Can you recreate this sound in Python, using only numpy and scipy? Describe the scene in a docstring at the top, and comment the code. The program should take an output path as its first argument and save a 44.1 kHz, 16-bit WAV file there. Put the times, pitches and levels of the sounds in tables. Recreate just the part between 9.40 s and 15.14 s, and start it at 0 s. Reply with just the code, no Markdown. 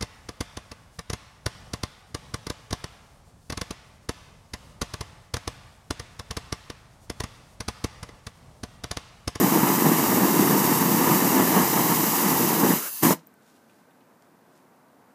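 """A yard, the microphone close to a flamethrower that shoots a long jet over a wooden deck.
From the start, fuel hisses from the nozzle and burns in roaring eddies, reflected by the boards.
At 3.3 s the flame starves and leaves bare spray; at 3.6 s it flares once more and is cut off.
From 3.8 s the gear ticks faintly as it settles and leaves stir, until only the distant hum is left."""
import sys
import numpy as np
from scipy import signal
from scipy.fft import rfft, irfft, next_fast_len
from scipy.io import wavfile
from scipy.ndimage import map_coordinates

SR = 44100
rng = np.random.default_rng(int(sys.argv[2]) if len(sys.argv) > 2 else 0)


def to_wav(s):
    """Save 16-bit WAV."""
    ch = np.atleast_2d(s).T  # columns
    pcm = np.round(np.clip(ch, -1, 1) * 32767)  # PCM
    wavfile.write(sys.argv[1], SR, pcm.astype(np.int16))


N = 253134

FLAME_OUT_S, FLARE_FROM_S, FLARE_TO_S = 3.337, 3.633, 3.729

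# the flame between its billows: (time [s], roar level [dB])
FLAME_LEVEL = [(0.0, -24), (1.0, -22), (2.1, -25.5), (2.6, -28), (3.3, -26)]
# big billows: (time [s], width at half height [s], roar swell [dB], flutter swell [dB])
FLAME_BILLOWS = [(0.01, .08, 4, 0.5), (0.164, 0.05, 3.5, 1.5), (0.292, 0.05, 3, 4), (0.482, 0.07, 5.5, 1.5),
                 (0.824, 0.061, 1.5, 0), (1.013, 0.098, 3, 0.5), (1.15, 0.08, 3.5, 1),
                 (1.54, 0.078, 3, 0.5), (1.714, .11, 3.5, 3), (1.994, 0.14, 5, 3.5), (2.18, .08, 7, 6),
                 (2.382, 0.08, 4, 5), (2.518, 0.054, 4, 4.5), (2.857, 0.13, 2, 2), (3.026, 0.068, 6, 1.5),
                 (3.246, 0.06, 7, 1.5), (3.31, 0.042, 5.5, 3)]
def burning():
    """Gains of roar and flutter: the flame slowly wanes, swells with each billow, then goes out."""
    t, roar_db = np.arange(N) / SR, curve(FLAME_LEVEL)
    drift_db = roar_db - roar_db[t < FLAME_OUT_S].mean()
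    flutter_db = -28 + 0.46 * drift_db
    for at, width, roar_swell, flutter_swell in FLAME_BILLOWS:
        billow = .5 ** ((2 * (t - at) / width) ** 2)
        roar_db += roar_swell * billow
        flutter_db += flutter_swell * billow
    lit = held(0, FLAME_OUT_S, attack_s=1, release_s=0.25)
    return lit * amp(roar_db), lit * amp(flutter_db)


# the flame's low roar and higher flutter, close up: (frequency [Hz], relative level [dB])
ROAR_SPECTRUM = [(18, -78.5), (30, -59), (65, -35.5), (148, -5.5), (168, -1.5), (293, 1), (346, -0.5),
                 (420, -5), (465, -3.5), (516, -11), (617, -20.5), (650, -24.5), (840, -37), (1430, -120)]
FLUTTER_SPECTRUM = [(350, -52), (550, -5), (760, -3.5), (915, 0.5), (1050, -1.5), (1230, -3.5),
                    (1550, -8.5), (1790, -8.5), (2100, -13.5), (2500, -18.5), (3500, -23.5), (6000, -46)]
def fire():
    """Igniting eddies make a roar and a flutter, which lick up and down together over the deck."""
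    roar_gain, flutter_gain = burning()
    flare = last_flare(sag_db_per_s=45)
    kicks, lick = eddies(count=3600, scatter_db=4.0), wobble(80)
    roar = (kicks + 0.72 * noise()) * amp(0.5 * lick)
    flutter = (kicks + 1.41 * noise()) * amp(0.68 * lick + 0.4 * wobble(39.7))
    roar = deck(coloured(roar, ROAR_SPECTRUM))
    flutter = deck(coloured(flutter, FLUTTER_SPECTRUM))
    return roar * (roar_gain + amp(-18) * flare) + flutter * (flutter_gain + amp(-22.5) * flare)


def eddies(count, scatter_db):
    """Pockets of fuel ignite at random moments: pressure kicks of uneven size."""
    at = rng.integers(0, N, count)
    sizes = amp(scatter_db * np.clip(rng.standard_normal(count), -2, 2))
    kicks = np.bincount(at, sizes, N)
    return unit(kicks - kicks.mean())


def last_flare(sag_db_per_s):
    """Gain of a last slug of fuel, which weakens as the pressure drops and is cut off."""
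    return held(FLARE_FROM_S, FLARE_TO_S, attack_s=.035, release_s=0.065, sag_db_per_s=sag_db_per_s)


# fuel leaving the nozzle, faltering as it runs dry: (time [s], relative level [dB])
FUEL_FLOW = [(0.0, -1.24), (2.78, 0.5), (3.21, -0.9), (3.31, .5), (3.38, -2), (3.41, -10), (3.48, -9.5),
             (3.51, -25.5), (3.6, -16.5)]
# the nozzle's hiss and sizzle, close up: (frequency [Hz], relative level [dB])
HISS_SPECTRUM = [(1200, -26), (2200, -1), (2900, -4), (3500, -7), (4300, -5), (5200, -2), (6300, 0),
                 (8000, 0), (9500, -3), (11000, -7.5), (15000, -19)]
SIZZLE_SPECTRUM = [(7500, -41), (9800, -9), (11000, -2), (12800, 1.5), (14300, 1), (15500, -2.5)]
def jet():
    """Fuel shears into droplets at the nozzle: a hiss and a fine sizzle with a slightly uneven flow."""
    fuel = amp(curve(FUEL_FLOW)) * held(0, FLARE_FROM_S, attack_s=1, release_s=0.065)
    hiss = deck(coloured(noise(), HISS_SPECTRUM))
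    sizzle = coloured(noise(), SIZZLE_SPECTRUM)
    steady = fuel * hollowed(amp(-30) * hiss + amp(-25) * sizzle)
    flare = last_flare(sag_db_per_s=50) * (amp(-25) * hiss + amp(-21) * sizzle)
    uneven = amp(0.72 * wobble(45) + 0.44 * wobble(400))
    return uneven * (steady + flare)


def hollowed(x):
    """A high hollow in the hiss cross-fades to a lower one over the burn: a slight phasing."""
    progress = np.clip(np.arange(N) / SR / FLAME_OUT_S, 0, 1)
    early = band(x, centre_hz=10100, width_hz=700, db=-2.5)
    late = band(x, centre_hz=8730, width_hz=700, db=-2.5)
    return (1 - progress) * early + progress * late


# the nozzle's resonances, wet and with gas: (frequency [Hz], width [Hz], relative level [dB])
WET_MODES = [(426, 140, 2), (1150, 250, 3), (1430, 230, 5), (2290, 200, -9), (2670, 120, -6),
             (6800, 1200, -3.5)]
GAS_MODES = [(1020, 210, -11), (1800, 140, -13), (2660, 46, -4), (4700, 1000, -12), (6300, 250, -6.5),
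             (7300, 480, -9.5), (9400, 700, -4), (11400, 1210, -3.5), (12800, 500, -1.5), (14600, 350, 3),
             (15000, 300, 1)]
def spray():
    """The unlit nozzle rings hollow, rising in pitch as the liquid drains, then blows mostly gas."""
    wet_from_s, wet_to_s, rise_oct_per_s = 3.37, 3.48, 2.1
    t = np.clip(np.arange(N) / SR, wet_from_s, wet_to_s)
    speed = 2 ** (rise_oct_per_s * (t - 3.43))  # passes the listed pitches at 3.43 s
    wet = map_coordinates(resonant(WET_MODES), [np.cumsum(speed)], mode="wrap")
    gas = band(resonant(GAS_MODES), centre_hz=13600, width_hz=400, db=-12)
    wet_gain = amp(-37.5) * held(wet_from_s, wet_to_s, attack_s=0.14, release_s=0.1)
    gas_gain = amp(-34.5) * held(3.41, 3.615, attack_s=0.14, release_s=0.1)
    return wet_gain * wet + gas_gain * gas


# gear settling nearby: (time [s], relative level [dB], centre [Hz], width [octaves], t60 [s])
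GEAR_TICKS = [(3.792, -48, 4500, .7, .02), (3.866, -52, 6500, .35, .015), (3.871, -37, 13300, .15, .014),
              (3.94, -48, 13000, .7, .01), (4.296, -53, 2200, .5, .05), (4.508, -55.5, 3000, .25, .04),
              (4.607, -60, 2900, .4, .07), (4.823, -49, 4500, 1, 0.011)]
def ticks():
    """Each tick of the gear is a short burst of noise that dies in its own band."""
    out, t = np.zeros(N + SR), np.arange(SR // 8) / SR
    for at, db, centre, octaves, t60 in GEAR_TICKS:
        bell = lambda hz: np.exp(-.5 * (np.log2((hz + 1) / centre) / octaves) ** 2)
        burst = unit(filtered(rng.standard_normal(len(t)), bell))
        out[round(at * SR):][:len(t)] += burst * amp(db - 6 - 60 * t / t60)
    return out[:N]


def deck(x, delay_ms=1.028, bounce=0.34, fade_hz=6500, sway=0.018):
    """The boards send the microphone a later, duller copy: a comb that sways with the jet."""
    lag = delay_ms * SR / 1000 * (1 + sway * wobble(2.15))
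    dull = filtered(x, lambda hz: np.exp(-(hz / fade_hz) ** 2))
    return unit(x + bounce * map_coordinates(dull, [np.arange(N) - lag]))


# the yard's echo: (frequency [Hz], t60 [s])
YARD_DECAY = [(150, 0.23), (1000, 0.19), (4000, 0.24), (14000, 0.13)]
def yard(x):
    """Wall and fence, farther off, answer with a short diffuse tail."""
    hz, t, spectra = signal.stft(rng.standard_normal(SR // 2), SR, nperseg=256)
    decay = amp(-60 * t / along(YARD_DECAY, hz)[:, None])
    tail = signal.istft(spectra * decay, SR, nperseg=256)[1]
    echo = np.pad(tail / np.linalg.norm(tail), (SR // 200, 0))  # 5 ms late
    return signal.fftconvolve(x, echo)[:N]


# leaves stirring in the yard: (time [s], level [dB], Gaussian width [s])
LEAF_STIRS = [(4.12, -65, 0.06), (4.35, -69.5, .07), (4.84, -72, 0.017), (5.16, -72, .06)]
# their rustle: (frequency [Hz], relative level [dB])
LEAF_SPECTRUM = [(1200, -22), (2500, 2), (4000, 2), (8000, 0), (13000, -4), (15500, -15)]
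def leaves():
    """Leaves stir in soft swells of grainy noise."""
    t = np.arange(N) / SR
    stir = sum(amp(db) * np.exp(-.5 * ((t - at) / width) ** 2) for at, db, width in LEAF_STIRS)
    crinkle = noise() * amp(2.2 * wobble(300) + 1.5 * wobble(40))
    return stir * coloured(crinkle, LEAF_SPECTRUM)


# the murk beyond the yard: (frequency [Hz], relative level [dB])
MURK_SPECTRUM = [(18, -65.5), (30, -41), (59, -29), (92, -11.5), (243, 0.5), (399, -8.5), (467, -6.5),
                 (673, -6.5), (921, -7), (1080, -9.5), (1590, -14), (3150, -26.5), (6540, -28.5),
                 (14300, -28.5), (15500, -30)]
# narrow drones far away: (frequency [Hz], width [Hz], relative level [dB])
DRONE_MODES = [(268, 5.2, -3), (362, 10, -3), (455, 27.4, -7.5), (1544, 40, -11.5)]
def distant_hum(swell_db_per_s=2.2, fade_db_per_s=3):
    """Far-off noise and drones; after the flare the murk's middle band swells and the drones fade."""
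    drift_s = np.maximum(np.arange(N) / SR, FLARE_TO_S) - 4.9
    murk = amp(-58.5) * coloured(noise(), MURK_SPECTRUM)
    middle = filtered(murk, lambda hz: np.exp(-((hz - 800) / 450) ** 2))
    swell = middle * (amp(swell_db_per_s * drift_s) - 1)
    drones = amp(-70 - fade_db_per_s * drift_s) * resonant(DRONE_MODES)
    return murk + swell + drones


def amp(db):
    """Decibels to gain."""
    return 10 ** (np.asarray(db) / 20)


def unit(x):
    """Scale to rms 1."""
    return x / np.sqrt(np.mean(x ** 2) + 1e-20)


def noise():
    """White noise."""
    return rng.standard_normal(N)


def wobble(rate):
    """A smooth random curve, rate knots a second."""
    knots = rng.standard_normal(int(N * rate / SR) + 4)
    return map_coordinates(knots, [np.arange(N) * rate / SR])


def curve(rows):
    """(time [s], value) points joined by straight lines, one value per sample."""
    return np.interp(np.arange(N) / SR, *np.transpose(rows))


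def along(points, hz):
    """(frequency [Hz], value) points joined on a log axis."""
    freqs, values = np.transpose(points)
    return np.interp(np.log(hz + 1), np.log(freqs + 1), values)


def held(start, stop, attack_s, release_s, sag_db_per_s=0):
    """Gain that is full at start and sags until stop; attack and release each span 60 dB."""
    t = np.arange(N) / SR
    edges = np.maximum(start - t, 0) / attack_s + np.maximum(t - stop, 0) / release_s
    return amp(-60 * edges - sag_db_per_s * np.clip(t - start, 0, stop - start))


def filtered(x, response):
    """x times a response of frequency."""
    size = next_fast_len(len(x) + 8192)
    return irfft(rfft(x, size) * response(np.fft.rfftfreq(size, 1 / SR)), size)[:len(x)]


def coloured(x, spectrum):
    """x shaped by a spectrum, at rms 1."""
    return unit(filtered(x, lambda hz: amp(along(spectrum, hz))))


def band(x, centre_hz, width_hz, db):
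    """x with one smooth band lifted or cut."""
    return filtered(x, lambda hz: amp(db * np.exp(-((hz - centre_hz) / width_hz) ** 2)))


def resonant(modes):
    """Noise ringing in resonances of alternating sign, at rms 1."""
    def body(hz):
        return sum((-1) ** k * amp(db) * 1j * hz * width / (centre ** 2 - hz ** 2 + 1j * hz * width)
                   for k, (centre, width, db) in enumerate(modes))
    return unit(filtered(noise(), body))


def scene():
    """The flamethrower up close, its echo in the yard and the outdoors behind it, in mono."""
    near = fire() + jet() + spray() + ticks()
    return (near + amp(-19) * yard(near) + distant_hum() + leaves())[None]


def record(dry, top_hz=15380):
    """The camera's microphone channel rolls off steeply at its band limit."""
    return filtered(dry[0], lambda hz: .5 - .5 * np.tanh((hz - top_hz) / 70))[None]


dry = scene()
out = record(dry)
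to_wav(out)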